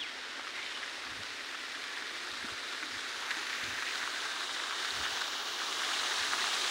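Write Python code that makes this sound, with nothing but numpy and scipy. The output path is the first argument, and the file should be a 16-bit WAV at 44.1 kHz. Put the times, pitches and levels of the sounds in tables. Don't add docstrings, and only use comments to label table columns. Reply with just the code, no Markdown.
import sys
import numpy as np
from scipy import signal
from scipy.fft import rfft, irfft
from scipy.io import wavfile
from scipy.ndimage import uniform_filter1d

SR = 44100
rng = np.random.default_rng(int(sys.argv[2]) if len(sys.argv) > 2 else 0)


def to_wav(s):
    ch = np.atleast_2d(s).T
    pcm = np.round(np.clip(ch, -1, 1) * 32767)
    wavfile.write(sys.argv[1], SR, pcm.astype(np.int16))


N = 295470
TIME = np.arange(N) / SR
FREQS = np.maximum(np.arange(N // 2 + 1) * SR / N, 1)

# time in seconds, level in dB.
BREEZE_LEVEL = [(0, -44), (.7, -42), (1.5, -42), (2.9, -40.5), (3.5, -38), (4.7, -38), (5.05, -36.5),
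                (5.45, -38), (5.9, -35), (6.7, -33.5)]
# frequency in Hz, level in dB.
THIN_SPECTRUM = [(200, -23), (400, -10), (650, -14), (1000, -8.5), (1400, -1.5), (1850, 2.5), (2400, 0.5),
                 (3050, -4.5), (3800, -3), (5000, -8.5), (7700, -18.5), (9600, -21), (11000, -30.5),
                 (14000, -33.5)]
FULL_SPECTRUM = [(200, -24.5), (380, -7), (540, -13.5), (700, -5.5), (1200, -3), (1700, -2), (2400, -4.5),
                 (3750, -1), (4600, -6.5), (6600, -9.5), (8100, -15.5), (9800, -18.5), (11200, -30),
                 (14000, -41)]
# time in seconds, share of the full tone from 0 to 1.
FULL_SHARE = [(.8, 0.7), (1.3, 0.2), (3.6, 0.29), (4.6, 0.94), (6.7, 1)]
# time in seconds, boost in dB.
MID_BOOST = [(.8, 1), (1.3, -3.5), (3.0, -3), (3.6, 0), (5.0, -3), (5.4, -6.5), (6.0, -1.5)]
# middle in seconds,
# half length in seconds, pitch in Hz, width in Hz, share added (rings) or taken away (dips).
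HISS_RINGS = [(1.7, 0.6, 1870, 200, 0.23), (3.7, 0.38, 1800, 200, 0.21), (4.53, 0.18, 3750, 440, 0.7),
              (4.6, 0.79, 1565, 95, 1), (7.3, 2.1, 1190, 130, 0.49), (5.6, 0.69, 2920, 170, 0.72),
              (2.8, 0.54, 1420, 140, 0.28), (4.2, 0.78, 1360, 170, .25), (2.8, 0.31, 3850, 400, 0.16),
              (4.7, 0.41, 1950, 140, 0.33)]
HISS_DIPS = [(3.8, 0.91, 3280, 350, 0.2), (2.4, 0.7, 2520, 350, 0.3), (5.3, 1, 2550, 330, 0.2),
             (6.2, 0.53, 3000, 200, 0.3), (6.5, 0.76, 1370, 120, 0.3)]
# middle in seconds, level of the part taken away in dB, half length in seconds.
TREBLE_HOLLOWS = [(3.55, -4.5, 0.21), (5.4, -6, 0.28)]
# frequency in Hz, level in dB.
FAR_SPECTRUM = [(20, -49), (40, -14), (70, -13.5), (120, -12), (165, -26), (200, -14), (255, -0.5),
                (360, -1), (550, -3), (900, -8.5), (3000, -36)]
# start in seconds, level in dB, first pitch in Hz, last pitch in Hz,
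# slide time in seconds, fade time in seconds.
BIRD_NOTES = [(0, -33.5, 3430, 1730, .039, .062), (.535, -42, 2120, 1990, .02, .028),
              (.585, -40, 1980, 2150, .02, .022), (.612, -39.5, 2240, 2380, .018, .03),
              (.648, -38, 3000, 3130, .017, .02), (.655, -42, 3550, 3750, .02, .025),
              (.717, -38, 3180, 3080, .012, .018), (.747, -37.5, 3000, 2920, .012, .024)]
# middle in seconds, level in dB, half length in seconds.
STEP_JOLTS = [(0.005, -56, .018), (1.115, -57.5, .028), (1.2, -54.5, .03), (1.32, -62, .025),
              (2.325, -61, .015), (2.44, -62, .035), (2.525, -57, .015), (2.95, -60, .035),
              (3.637, -54, .014), (3.685, -52, .02), (3.75, -57.5, .035), (4.04, -64, .018),
              (4.995, -54.5, .048), (5.125, -62, .014), (6.22, -61, .016), (6.3, -61.5, .016),
              (6.38, -66, .04)]
# frequency in Hz, level in dB.
THUD_SPECTRUM = [(20, -30), (45, -7), (72, 2.5), (115, 2.5), (165, -16), (240, 0), (330, -3), (600, -36)]
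# middle in seconds, level in dB, pitch in Hz, half length in seconds.
SWISH_RUBS = [(.36, -45, 1500, 0.097), (.397, -44, 870, 0.0085), (.835, -44, 1400, .009),
              (2.49, -38, 1290, .008), (0.62, -42, 2210, 0.07), (.71, -51, 3400, .05),
              (1.964, -45.5, 1660, 0.16), (3.31, -48.5, 900, 0.13), (3.785, -35, 1590, 0.011),
              (3.885, -37, 2360, 0.021), (4.03, -38, 1560, 0.015), (4.873, -40.5, 1530, 0.029),
              (5.053, -47, 1540, 0.019), (5.97, -42, 3700, 0.17), (6.21, -37, 1650, .03)]
SCRATCH_RUBS = [(2.319, -39, 3620, .005), (3.308, -35, 4020, .003), (3.641, -37, 3640, .005),
                (3.955, -37, 3760, .005), (4.207, -39, 3300, .005), (4.3, -41, 3950, .02),
                (4.404, -36, 3700, .005), (4.849, -33, 3540, 0.0061), (5.044, -34, 2900, 0.0075),
                (5.14, -35, 3400, .004), (5.216, -31.5, 3920, .005), (5.85, -34, 3500, .004),
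                (5.94, -31.5, 2950, .005), (5.994, -32, 3900, .007), (6.202, -32, 3550, 0.0043),
                (6.528, -33, 3250, .003), (6.540, -29.5, 3650, .004), (6.57, -37.5, 3500, 0.0044),
                (6.619, -32, 3270, .006), (6.646, -28.5, 3600, .004), (6.665, -34, 3420, .004)]
# start in seconds, level in dB, pitch in Hz.
HANDLING_BUMPS = [(.388, -50, 340), (1.195, -51, 230), (2.443, -39.5, 246), (2.832, -44, 310),
                  (3.369, -41.5, 330), (3.628, -48, 235), (3.675, -46, 260)]
# start in seconds, level in dB, pitch in Hz,
# level of the rebound in dB compared with the first hit.
CLEAR_TICKS = [(.396, -32, 800, -8), (.470, -30.5, 1335, -6), (.830, -29.5, 1750, 4),
               (.878, -31.5, 1810, -7), (1.040, -32, 1430, -7), (1.067, -31.5, 1850, -8),
               (1.394, -32.5, 2100, -6), (1.407, -32.5, 1590, -7), (1.546, -30.5, 1420, -4),
               (1.974, -30.5, 1720, -6), (2.023, -31, 1400, -6), (2.273, -29.5, 1390, -7),
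               (2.427, -32, 1680, -7), (2.452, -29.5, 1390, -7), (2.733, -31, 1720, -7),
               (2.828, -25, 1520, -3), (3.307, -22, 1740, 0), (3.531, -27, 1890, -8),
               (3.633, -28.5, 1830, -7), (3.824, -24.5, 1280, -3), (3.956, -29.5, 1400, -6),
               (4.076, -23.5, 1220, -9), (4.226, -29, 1700, -7), (4.258, -28, 1230, -9),
               (4.494, -28.5, 1350, -12), (4.563, -29.5, 1520, -6), (4.595, -27, 1570, -3),
               (4.639, -28, 1335, -6), (4.709, -28, 1230, -8), (4.725, -25, 1280, -5),
               (4.848, -26.5, 1450, -4), (4.878, -28, 1700, -5), (4.906, -24.5, 3850, -6),
               (5.054, -26, 1440, -5), (5.064, -27.5, 1550, -7), (5.214, -25, 1400, -1),
               (5.603, -27, 1620, -5), (5.618, -28, 1180, -8), (5.818, -26, 1170, -9),
               (5.916, -25.5, 1620, -6), (5.998, -25.5, 1610, -7), (6.033, -27.5, 1300, -7),
               (6.234, -25, 1640, -6), (6.334, -20, 1400, -14), (6.383, -24.5, 1400, -12),
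               (6.442, -21.5, 1270, -10), (6.533, -25.5, 1200, -9), (6.644, -23.5, 1680, -6)]
# frequency in Hz, level in dB.
SIZZLE_SPECTRUM = [(10000, -33), (11600, -8), (13000, -14), (14500, -7), (15700, -2), (17000, -10)]
# time in seconds, level in dB.
SIZZLE_GROWTH = [(.4, -81), (3.1, -80), (3.9, -64), (4.6, -68), (5.05, -60), (6.0, -60), (6.7, -58)]


def from_db(db):
    return 10 ** (np.asarray(db) / 20)


def rms_one(x):
    return x / np.sqrt(np.mean(x ** 2) + 1e-20)


def steady(x):
    return x / np.sqrt(uniform_filter1d(x * x, SR // 2))


def in_time(rows):
    return np.interp(TIME, *np.transpose(rows))


def bump(s, half_s):
    return np.exp(-.5 * ((TIME - s) / half_s) ** 2)


def drift(rate):
    r = np.exp(-80 * np.pi * rate / SR)
    slow = signal.lfilter([1], [1, -2 * r, r * r], rng.standard_normal(N // 40 + 2002))[2000:]
    return np.interp(np.arange(N) / 40, np.arange(len(slow)), rms_one(slow))


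def gains(spectrum):
    hz, db = np.transpose(spectrum)
    return from_db(np.interp(np.log(FREQS), np.log(hz), db))


def coloured(spectrum):
    return rms_one(irfft(rfft(rng.standard_normal(N)) * gains(spectrum), N))


def resonate(x, hz, width_hz):
    r = np.exp(-np.pi * width_hz / SR)
    feedback = [1, -2 * r * np.cos(2 * np.pi * hz / SR), r * r]
    return signal.lfilter(np.array([1, 0, -1]) * (1 - r * r) / 2, feedback, x + 1e-18)


def breeze_hiss(body_db, top_db, flutter_db, patchy_db):
    fullness, mid_db = in_time(FULL_SHARE), in_time(MID_BOOST)
    edges = 180 * 2 ** (np.arange(21) / 3)
    white, together = rfft(rng.standard_normal(N)), drift(45)
    thin, full = white * gains(THIN_SPECTRUM), white * gains(FULL_SPECTRUM)
    body, top = 0, 0
    for low, high in zip(edges, edges[1:]):
        inside, hz = (FREQS >= low) & (FREQS < high), np.sqrt(low * high)
        band = (1 - fullness) * irfft(thin * inside, N) + fullness * irfft(full * inside, N)
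        swell_db = mid_db * np.exp(-(np.log2(hz / 1980) / 0.32) ** 2)
        band = band * from_db(swell_db + flutter_db * together + patchy_db * drift(26))
        if hz < 5700:
            body = body + band
        else:
            top = top + band
    for sign, rows in ((1, HISS_RINGS), (-1, HISS_DIPS)):
        body = body + sign * sum(share * bump(s, half) * resonate(body, hz, width)
                                 for s, half, hz, width, share in rows)
    hollow = sum(from_db(db) * bump(s, half) for s, db, half in TREBLE_HOLLOWS)
    top = top - hollow * resonate(top, hz=8400, width_hz=2800)
    return from_db(body_db) * steady(body) + from_db(top_db) * steady(top)


def rustle(base_per_s, clump_db, spread_db, bright_db):
    contacts = rng.random(N) < base_per_s * from_db(clump_db * drift(24)) / SR
    strength = from_db(spread_db * np.minimum(rng.exponential(1, N), 2.5))
    grains = contacts * strength * rng.choice([-1, 1], N)
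    pitches_hz = (1220, 1500, 1650, 1860)
    chosen = rng.integers(0, len(pitches_hz), N)
    low = sum(resonate(resonate(grains * (chosen == k), hz, 430), hz, 980)
              for k, hz in enumerate(pitches_hz))
    high = resonate(resonate(grains * rng.standard_normal(N), 3460, 1080), 4470, 3400)
    return rms_one(rms_one(low) + from_db(bright_db) * rms_one(high))


def far_wash(gust_db):
    return from_db(-56 + 0.22 * gust_db) * coloured(FAR_SPECTRUM)


def bird(attack_s, note_s, waver, rough_db, echo_db, echo_s):
    song = 0
    for s, db, from_hz, to_hz, glide_s, fade_s in BIRD_NOTES:
        t = np.maximum(TIME - s, 0)
        hz = to_hz + (from_hz - to_hz) / (1 + (t / glide_s) ** 2.8)
        rise = 1 - np.exp(-t / attack_s)
        fade = np.exp(-t / fade_s - (t / note_s) ** 4)
        level = from_db(db) * rise * fade * from_db(rough_db * drift(120))
        shaky_hz = hz * (1 + waver * drift(117))
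        song = song + level * np.sin(2 * np.pi * np.cumsum(shaky_hz) / SR)
    wall_echo = from_db(-13) * np.interp(TIME - .042, TIME, song, left=0)
    song = song + wall_echo
    tail = rng.standard_normal(SR // 2) * np.exp(-TIME[:SR // 2] / echo_s)
    return song + from_db(echo_db) * signal.fftconvolve(song, tail / np.linalg.norm(tail))[:N]


def steps():
    return sum(from_db(db) * bump(s, half) for s, db, half in STEP_JOLTS) * coloured(THUD_SPECTRUM)


def rubs(rows, relative_width, contact_share):
    out = 0
    for s, db, hz, half in rows:
        contacts = rng.standard_normal(N) * (rng.random(N) < contact_share)
        rub = resonate(resonate(contacts, hz, relative_width * hz), hz, hz)
        out = out + from_db(db) * bump(s, half) * rms_one(rub)
    return out


def handling_knocks(rise_s):
    out = 0
    for s, db, hz in HANDLING_BUMPS:
        t = np.maximum(TIME - s, 0)
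        swell = t / rise_s * np.exp(1 - np.minimum(t / rise_s, 40))
        out = out + from_db(db) * swell * np.sin(2 * np.pi * hz * t)
    return out


def dry_ticks(ring_width_hz, scuff_db, scuff_s, rebound_s, faint_per_s):
    hits = [(s, db, hz) for s, db, hz, _ in CLEAR_TICKS]
    hits += [(s + rebound_s, db + rebound_db, hz) for s, db, hz, rebound_db in CLEAR_TICKS]
    times = TIME[rng.random(N) < faint_per_s / SR]
    for s, (extra_db, detune) in zip(times, rng.standard_normal((len(times), 2))):
        breeze_db = np.interp(s, *np.transpose(BREEZE_LEVEL))
        hits.append((s, breeze_db + 5.5 + extra_db, 1500 * 2 ** (0.21 * detune)))
    out, t = np.zeros(N + SR), TIME[:SR // 10]
    for s, db, hz in hits:
        knock = resonate(resonate(1.0 * (t == 0), hz, ring_width_hz), hz, 1260)
        burst = rng.standard_normal(len(t)) * np.exp(-t / scuff_s)
        scuff = resonate(resonate(burst, hz, 1200), hz, 2200)
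        tick = knock / np.abs(knock).max() + from_db(scuff_db) * scuff / np.abs(scuff).max()
        bass_cut = signal.butter(2, .45 * hz, "high", fs=SR, output="sos")
        start = round(s * SR)
        out[start:start + len(t)] += from_db(db) * signal.sosfilt(bass_cut, tick)
    return out[:N]


def sizzle():
    return from_db(in_time(SIZZLE_GROWTH)) * coloured(SIZZLE_SPECTRUM)


def scene():
    breeze_db = in_time(BREEZE_LEVEL)
    gust_db = breeze_db + 40
    top_db = -52.5 + 1.56 * gust_db
    air = from_db(-0.79) * breeze_hiss(breeze_db, top_db, flutter_db=0.5, patchy_db=0.73)
    grain = from_db(breeze_db - 7.5) * rustle(base_per_s=560, clump_db=4.5, spread_db=6, bright_db=-3.5)
    background = air + grain + sizzle() + far_wash(gust_db)
    swishes = from_db(-3.0) * rubs(SWISH_RUBS, relative_width=0.26, contact_share=0.06)
    scratches = from_db(-3.2) * rubs(SCRATCH_RUBS, relative_width=0.24, contact_share=0.057)
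    thuds = steps()
    song = bird(attack_s=0.0038, note_s=0.14, waver=0.0226, rough_db=1.8, echo_db=-7, echo_s=0.1)
    knocks = from_db(-0.5) * handling_knocks(rise_s=0.0042)
    ticks = dry_ticks(ring_width_hz=372, scuff_db=-7.5, scuff_s=0.0051, rebound_s=0.0054, faint_per_s=5)
    return (background + song + thuds + swishes + knocks + ticks + scratches)[None]


def record(dry):
    cutoff_hz = 15800
    return irfft(rfft(dry) * np.clip((cutoff_hz - FREQS) / 100 + .5, 0, 1), N)


dry = scene()
out = record(dry)
to_wav(out)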